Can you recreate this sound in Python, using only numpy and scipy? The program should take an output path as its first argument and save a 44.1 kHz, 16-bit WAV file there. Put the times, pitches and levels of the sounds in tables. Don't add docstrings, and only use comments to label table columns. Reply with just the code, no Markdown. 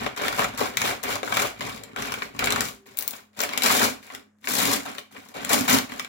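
import sys
import numpy as np
from scipy import signal
from scipy.fft import rfft, irfft
from scipy.io import wavfile
from scipy.ndimage import uniform_filter1d

SR = 44100
rng = np.random.default_rng(int(sys.argv[2]) if len(sys.argv) > 2 else 0)


def materialize(psi):
    bounded = np.clip(np.atleast_2d(psi).T, -1, 1)
    quanta = np.round(bounded * 32767).astype(np.int16)
    wavfile.write(sys.argv[1], SR, quanta)


N = 268128
TIME = np.arange(N) / SR

# breaking fibres level/dB, flexing bag level/dB
PAPER_STROKES = [(-0.03, 0.096, -30.5, -4, -10, -5), (.162, 0.11, -28, 6, -7, -15.5),
                 (0.301, 0.074, -34, 8, -4.5, -13), (0.376, 0.064, -24.5, -2.5, -7.5, -7.5),
                 (0.5, 0.053, -43.5, 6, -11, -4), (.57, 0.091, -27.5, 0.5, -5.5, -12),
                 (0.722, .045, -41.5, -0.5, -8, -2.5), (0.779, 0.074, -30, -4, -7, -8.5),
                 (.835, 0.06, -23.5, 1, -5.5, -13.5), (1.026, 0.11, -28.5, 5, -5.5, -11),
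                 (1.237, .09, -35, 5.5, -4.5, -10.5), (1.338, .11, -25.5, 0, -4, -13),
                 (1.573, 0.028, -45.5, 0, -4.5, 4), (1.606, 0.18, -34.5, -9.5, -8.5, -6.5),
                 (1.803, 0.085, -49.5, 0, -14, -2), (1.967, 0.16, -31.5, -4.5, -8.5, -7),
                 (2.155, 0.097, -37.5, -0.5, -6, -9), (2.339, .04, -46.5, 3, -8, 9.5),
                 (2.385, 0.23, -28.5, 1, -10, -5.5), (2.626, 0.058, -37, -2, 2, -14),
                 (2.854, 0.16, -52.5, -6.5, -4.5, -6.5), (2.976, 0.2, -44, -1.5, -2.5, -11.5),
                 (3.36, 0.019, -44.5, 9.5, -3, -5), (3.39, 0.042, -29.5, 7, -5.5, -16.5),
                 (3.48, 0.14, -32.5, -1, -9.5, -13), (3.62, 0.23, -20.5, 0.5, -1.5, -13.5),
                 (3.801, 0.022, -28, 0, -11, 0), (4.016, 0.081, -48, -2.5, -4, -21),
                 (4.104, 0.044, -43.5, 4, -4.5, -7), (4.428, .045, -48, 3.5, 2, -15),
                 (4.477, 0.074, -28, 2, 2, -8), (4.562, 0.18, -23, -1.5, -1, -6.5),
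                 (4.846, 0.042, -33.5, -1, -7, -9.5), (4.918, 0.066, -45, 2.5, -3, -15),
                 (5.106, 0.2, -51.5, -2.5, -1.5, -2.5), (5.142, 0.023, -44, -1.5, -25, -6),
                 (5.337, 0.14, -35.5, 1, -9.5, -6), (5.49, 0.043, -20, 1.5, -0.5, -9),
                 (5.53, 0.069, -30, 4, -0.5, -1), (5.636, .05, -34, -4, -3.5, -13),
                 (5.676, 0.072, -17.5, -3, -1.5, -5), (5.886, 0.14, -40, -4.5, -7, -5.5)]
# t/s, relative crease level/dB, relative fibre crack level/dB, facet f/Hz
CREASE_SNAPS = [(0.064, -15.5, -36, 1200), (0.164, -32, -38, 2200), (0.219, -25, -34, 1530),
                (0.282, -13.5, -25.5, 1510), (0.327, -22.5, -31, 980), (0.393, -14, -26, 970),
                (0.419, -17, -31, 1200), (0.444, -17, -28, 1400), (0.612, -13, -39, 860),
                (0.771, -10, -20, 2970), (0.817, -15.5, -22.5, 1580), (1.156, -20, -31, 1590),
                (1.231, -18.5, -35.5, 930), (1.277, -22, -46, 1400), (1.324, -13, -32, 1300),
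                (1.37, -10.5, -23.5, 1400), (1.393, -18, -28, 1810), (1.42, -20.5, -23, 1420),
                (1.608, -21, -35.5, 2070), (1.836, -34, -35.5, 2980), (1.962, -21.5, -37, 1350),
                (2.023, -26, -31, 1630), (2.121, -23.5, -28.5, 1500), (2.14, -21, -28, 1700),
                (2.221, -17.5, -43, 2000), (2.392, -15.5, -26, 2600), (2.424, -18, -40, 940),
                (2.442, -16.5, -23, 2020), (2.458, -22, -25, 2800), (2.472, -10.5, -31, 2600),
                (2.505, -17, -22, 2010), (2.523, -22, -18, 1800), (2.56, -16, -28.5, 1570),
                (2.607, -17, -18.5, 1690), (3.136, -27.5, -50, 2810), (3.391, -25.5, -31, 1990),
                (3.404, -20, -21.5, 1300), (3.436, -21.5, -22.5, 2300), (3.491, -23.5, -35.5, 2300),
                (3.535, -20, -33.5, 1790), (3.576, -13, -18.5, 2740), (3.621, -13, -24, 2510),
                (3.641, -14, -38, 2600), (3.661, -13, -19, 2600), (4.102, -31, -54, 1600),
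                (4.149, -28.5, -34, 1690), (4.443, -29.5, -49, 2000), (4.473, -15, -32, 2170),
                (4.983, -20.5, -37, 2820), (5.165, -31.5, -59, 1680), (5.448, -22.5, -25.5, 2000),
                (5.786, -19, -20.5, 2180), (5.92, -25, -48, 2130), (5.996, -19, -28.5, 2300),
                (6.047, -24.5, -39.5, 2780)]
# t/s, relative level/dB
FIBRE_TICKS = [(1.036, -20.5), (2.866, -50), (2.972, -23.5), (2.988, -14.5), (3.009, -24), (3.024, -21.5),
               (3.078, -16.5), (3.109, -22.5), (3.416, -20)]
# t/s, share from 0 to 1
BAG_OPENING = [(2.7, 0.2), (3.6, 0.79)]
# f/Hz, level/dB
CREASE_COLOUR = [(100, -16), (300, -13), (450, 1.5), (1000, -3), (2000, -2.5), (3500, -3.5), (5000, -9),
                 (9000, -56)]
FIBRE_COLOUR = [(500, -37), (2000, -12), (4200, 0), (7000, 0.5), (8800, -3.5), (12000, -2.5), (16000, -2)]
TICK_COLOUR = [(800, -29), (2500, -11), (4000, -4), (9000, -2), (12000, 0), (16000, 8)]
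# f/Hz, level/dB
THUD_COLOUR = [(25, -53), (45, -8.5), (75, -9.5), (120, 5), (160, -3), (250, -5.5), (380, -2), (800, -35.5)]
HOLLOW_COLOUR = [(30, -38.5), (100, -15.5), (170, -5), (215, -6.5), (290, 0.5), (360, -9.5), (800, -43)]
# f/Hz, width/Hz, lift/dB
BAG_RESONANCES = [(56, 30, 12), (101, 17, 5.5), (212, 75, 7.5), (250.7, 42, 6.5), (410.7, 43.6, 12.5),
                  (585, 33, 9.5), (744, 45, 5.5), (1092, 107, 11), (1453, 43, 10.5), (7090, 530, 5)]
PAPER_RING = [(2290, 110, 7.5)]
# f/Hz, level/dB
AIR_COLOUR = [(18, -36), (30, -13), (211, -14.5), (355, -12.5), (978, -19), (1730, -17), (3980, -52),
              (6700, -29.5), (15000, -52.5)]
# f/Hz, level/dB
HUM_TONES = [(98, -74.5), (209.9, -64.5)]
# start t/s, length t/s, start f/Hz, end f/Hz, peak level/dB
DISTANT_TONES = [(1.68, .3, 470, 460, -56), (2.7, .3, 399, 388, -56)]
# f/Hz, level/dB against the left
FAR_MIC_COLOUR = [(60, -3.5), (170, -3.5), (290, 8), (380, -23.5), (520, -5.5), (740, 3.5), (1020, -5.5),
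                  (1300, 0.5), (2300, 1.5), (3200, -1.5), (6800, -7), (8500, -11.5), (14000, -16)]

GRAB_S, BAG_GRAB_S = 0.0059, 0.026
CREASE_RELEASE_DB_PER_S, FIBRE_RELEASE_DB_PER_S, BAG_RELEASE_DB_PER_S = 262.5, 304, 165.5
SLACK_S, CREASE_SLACK_DB, FIBRE_SLACK_DB, BAG_SLACK_DB = 0.065, -17, -20, -10
CUTTING_ENDS_S, HAND_SLACK_DB = 2.75, -5
USUAL_DB, BUCKLES_PER_S, BREAKS_PER_S, EFFORT_POWER = -29.5, 1600, 3300, .45
SNAP_ROOM_DB, SNAP_NEAR_DB, SNAP_FAR_DB = -1.5, -9.5, -22.5
FAR_MIC_LAG_S, TOP_HZ = 0.00048, 15900


def undb(db):
    return 10 ** (np.asarray(db) / 20)


def unit(h):
    return h / np.sqrt(np.sum(h ** 2))


def through(x, h):
    return signal.oaconvolve(x, h)[:len(x)]


def response(colour, peaks=(), size=4096):
    f = np.maximum(np.fft.rfftfreq(size, 1 / SR), 1)
    hz, db = np.transpose(colour)
    db = np.interp(np.log(f), np.log(hz), db)
    for centre, width, lift in peaks:
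        db = db + lift / (1 + (2 * (f - centre) / width) ** 2)
    cepstrum = irfft(np.log(undb(db)))
    cepstrum[1:size // 2] *= 2
    cepstrum[size // 2 + 1:] = 0
    return irfft(np.exp(rfft(cepstrum)))


def steady(x, span_s):
    power = uniform_filter1d(x ** 2, int(span_s * SR))
    power = uniform_filter1d(power, int(span_s * SR / 2))
    return x / np.sqrt(np.maximum(power, 0) + 1e-12)


def pressure(grab_s, release_db_per_s, slack_db, fibre=False, flex=False):
    power = np.full(N, 1e-12)
    for start, hold, level_db, swell_db, fibre_db, flex_db in PAPER_STROKES:
        span = slice(int(max(start - SLACK_S, 0) * SR), int((start + 1) * SR))
        t = TIME[span] - start
        db = level_db + fibre * fibre_db + flex * flex_db
        db = db + swell_db * (np.clip(t / hold, 0, 1) - .5)
        db = db - release_db_per_s * np.maximum(t - hold, 0)
        slack_gain = undb(slack_db + HAND_SLACK_DB * (start > CUTTING_ENDS_S))
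        slack = slack_gain * np.sqrt(np.clip(1 + t / SLACK_S, 0, 1))
        grab = np.clip(t / grab_s, 0, 1)
        power[span] += (np.maximum(slack, grab) * undb(db)) ** 2
    return np.sqrt(power)


def slips(per_s, spread_db):
    happens = rng.random(N) < per_s / SR
    size = undb(spread_db * np.minimum(rng.exponential(size=N), 5))
    return happens * size * rng.choice([-1, 1], N)


def facet(x, hz, q):
    hz = min(hz, SR / 3)
    return signal.lfilter(*signal.iirpeak(hz, max(q, 4 * hz / SR), fs=SR), x)


def swarm(pulses, low_hz, high_hz, q, count=9):
    which = rng.integers(0, count, N)
    pitches = np.geomspace(low_hz, high_hz, count)
    return sum(facet(pulses * (which == k) + 1e-18, hz, q) for k, hz in enumerate(pitches))


def catching(depth_db, limit=1.5, size=180):
    strengths = np.minimum(rng.standard_normal(N // size + 1), limit)
    held = np.repeat(strengths, size)[:N]
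    return steady(undb(depth_db * uniform_filter1d(held, size // 2)), span_s=0.11)


def strokes(crinkling):
    breaking = pressure(GRAB_S, FIBRE_RELEASE_DB_PER_S, FIBRE_SLACK_DB, fibre=True)
    flexing = pressure(BAG_GRAB_S, BAG_RELEASE_DB_PER_S, BAG_SLACK_DB, flex=True)
    effort = (crinkling / undb(USUAL_DB)) ** EFFORT_POWER
    buckles = slips(BUCKLES_PER_S * effort, spread_db=3.5)
    breaks = slips(BREAKS_PER_S * effort, spread_db=4.0) + 0.95 * buckles
    rub = rng.standard_normal(N)
    creases = steady(swarm(buckles, low_hz=377, high_hz=5450, q=1.27), span_s=0.019) + undb(-31) * rub
    coarse = steady(swarm(breaks, low_hz=2930, high_hz=8100, q=1.1), span_s=0.04) + undb(-7.5) * rub
    fine = steady(swarm(breaks, low_hz=8800, high_hz=15170, q=2.3), span_s=0.042)
    brightness = (breaking / crinkling) ** 0.54
    fibres = undb(-3.5) * coarse + undb(-1.0) * brightness * fine
    bunches = catching(depth_db=4.8)
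    creases = undb(-6.0) * creases * bunches ** 0.12 * crinkling
    fibres = fibres * bunches * breaking
    flex = undb(0.5) * steady(buckles, span_s=0.062) * flexing
    return creases, fibres, flex


def coloured(raw, colour):
    peaks = list(BAG_RESONANCES) + list(PAPER_RING)
    return through(raw, unit(response(colour, peaks, size=8192)))


def bag_body(flex):
    opening = np.interp(TIME, *np.transpose(BAG_OPENING))
    thud = coloured(flex * (1 - opening), THUD_COLOUR)
    boom = coloured(flex * opening, HOLLOW_COLOUR)
    return undb(-0.5) * thud + undb(-2.0) * boom


def air_and_hum(air_db=-72):
    air = np.array([through(rng.standard_normal(N), unit(response(AIR_COLOUR))) for _ in range(3)])
    hum = sum(undb(db) * np.sqrt(2) * np.sin(2 * np.pi * hz * TIME) for hz, db in HUM_TONES)
    return undb(air_db) * (air[:2] + air[2]) / np.sqrt(2) + hum


def burst(fade_s, size):
    t = np.arange(size) / SR
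    return unit(rng.standard_normal(size) * np.sqrt(t) * np.exp(-t / fade_s))


def snaps(rows, crack_pitch_ratio=3.2, size=1024):
    pops, cracks, jolts = np.zeros((3, N + size))
    for start, crease_db, crack_db, hz in rows:
        jump = (np.arange(size) == 0) * rng.choice([-1, 1])
        pop = unit(facet(jump + 0.95 * burst(0.0015, size), hz, q=1.0))
        tear = .35 * jump + burst(.001, size)
        crack = unit(facet(tear, crack_pitch_ratio * hz, q=0.31) + 0.17 * tear)
        at = int(max(start, 0) * SR)
        pops[at:at + size] += undb(crease_db + 13) * pop
        cracks[at:at + size] += undb(crack_db + 24.5) * crack
        jolts[at:at + size] += undb(crease_db - 5) * jump
    return pops[:N], cracks[:N], jolts[:N]


def small_snaps(crinkling, per_s=12, spread_db=0.5, facet_hz=(1200, 2600), count=256):
    times = np.cumsum(rng.exponential(size=count)) / per_s
    force = np.interp(times, TIME, crinkling)
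    force = np.minimum(force, undb(USUAL_DB))
    db = 20 * np.log10(force) + spread_db * rng.standard_normal(count)
    crease_db, crack_db = db - 1, db - 4
    hz = rng.uniform(*facet_hz, count)
    return list(np.column_stack([times, crease_db, crack_db, hz])[times < TIME[-1]])


def ticks(size=512):
    out = np.zeros(N + size)
    for start, db in FIBRE_TICKS:
        at = int(start * SR)
        out[at:at + size] += undb(db + 26.5) * burst(.0006, size)
    return out[:N]


def far_tones():
    out = np.zeros(N)
    for start, length, from_hz, to_hz, db in DISTANT_TONES:
        progress = np.clip((TIME - start) / length, 0, 1)
        phase = 2 * np.pi * np.cumsum(from_hz + (to_hz - from_hz) * progress) / SR
        out += undb(db) * np.sin(np.pi * progress) * np.sin(phase)
    return out


def places(x, count=8, size=160):
    where = np.repeat(rng.integers(0, count, N // size + 1), size)[:N]
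    return [x * uniform_filter1d((where == k) * 1., size // 2) for k in range(count)]


def room(direct_db, early_db=-3.5, early_s=0.004, tail_db=-3.5, tail_s=0.29, treble_s=0.22, size=16384):
    t = np.arange(size) / SR
    noise = signal.sosfilt(signal.butter(2, 200, "high", fs=SR, output="sos"), rng.standard_normal(size))
    low = signal.sosfilt(signal.butter(1, 4000, fs=SR, output="sos"), noise)
    early = (low + 0.75 * noise) * np.exp(-t / early_s) * (t > .0003)
    fade = -np.log(1000) * t
    tail = (low * np.exp(fade / tail_s) + (noise - low) * np.exp(fade / treble_s)) * (t > .004)
    return unit(undb(direct_db) * (t == 0) + undb(early_db) * unit(early) + undb(tail_db) * unit(tail))


def scene():
    crinkling = pressure(GRAB_S, CREASE_RELEASE_DB_PER_S, CREASE_SLACK_DB)
    creases, fibres, flex = strokes(crinkling)
    pops, cracks, jolts = snaps(CREASE_SNAPS + small_snaps(crinkling))
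    snapping = coloured(pops, CREASE_COLOUR) + coloured(cracks, FIBRE_COLOUR)
    snapping += coloured(ticks(), TICK_COLOUR)
    paper = coloured(creases, CREASE_COLOUR) + coloured(fibres, FIBRE_COLOUR)
    paper += undb(SNAP_ROOM_DB) * snapping
    body = bag_body(flex + jolts)
    left = body + undb(SNAP_NEAR_DB) * snapping
    right = body + undb(SNAP_FAR_DB) * snapping
    for share in places(paper):
        left += through(share, room(direct_db=0))
        right += through(share, room(direct_db=-5.5))
    right = through(right, response(FAR_MIC_COLOUR))
    right = np.pad(right, (int(FAR_MIC_LAG_S * SR), 0))[:N]
    return np.array([left, right]) + air_and_hum() + far_tones()


def record(dry):
    dry = signal.sosfilt(signal.butter(3, 42, "high", fs=SR, output="sos"), dry)
    return signal.sosfilt(signal.ellip(10, .2, 70, TOP_HZ, fs=SR, output="sos"), np.clip(dry, -1, 1))


dry = scene()
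out = record(dry)
materialize(out)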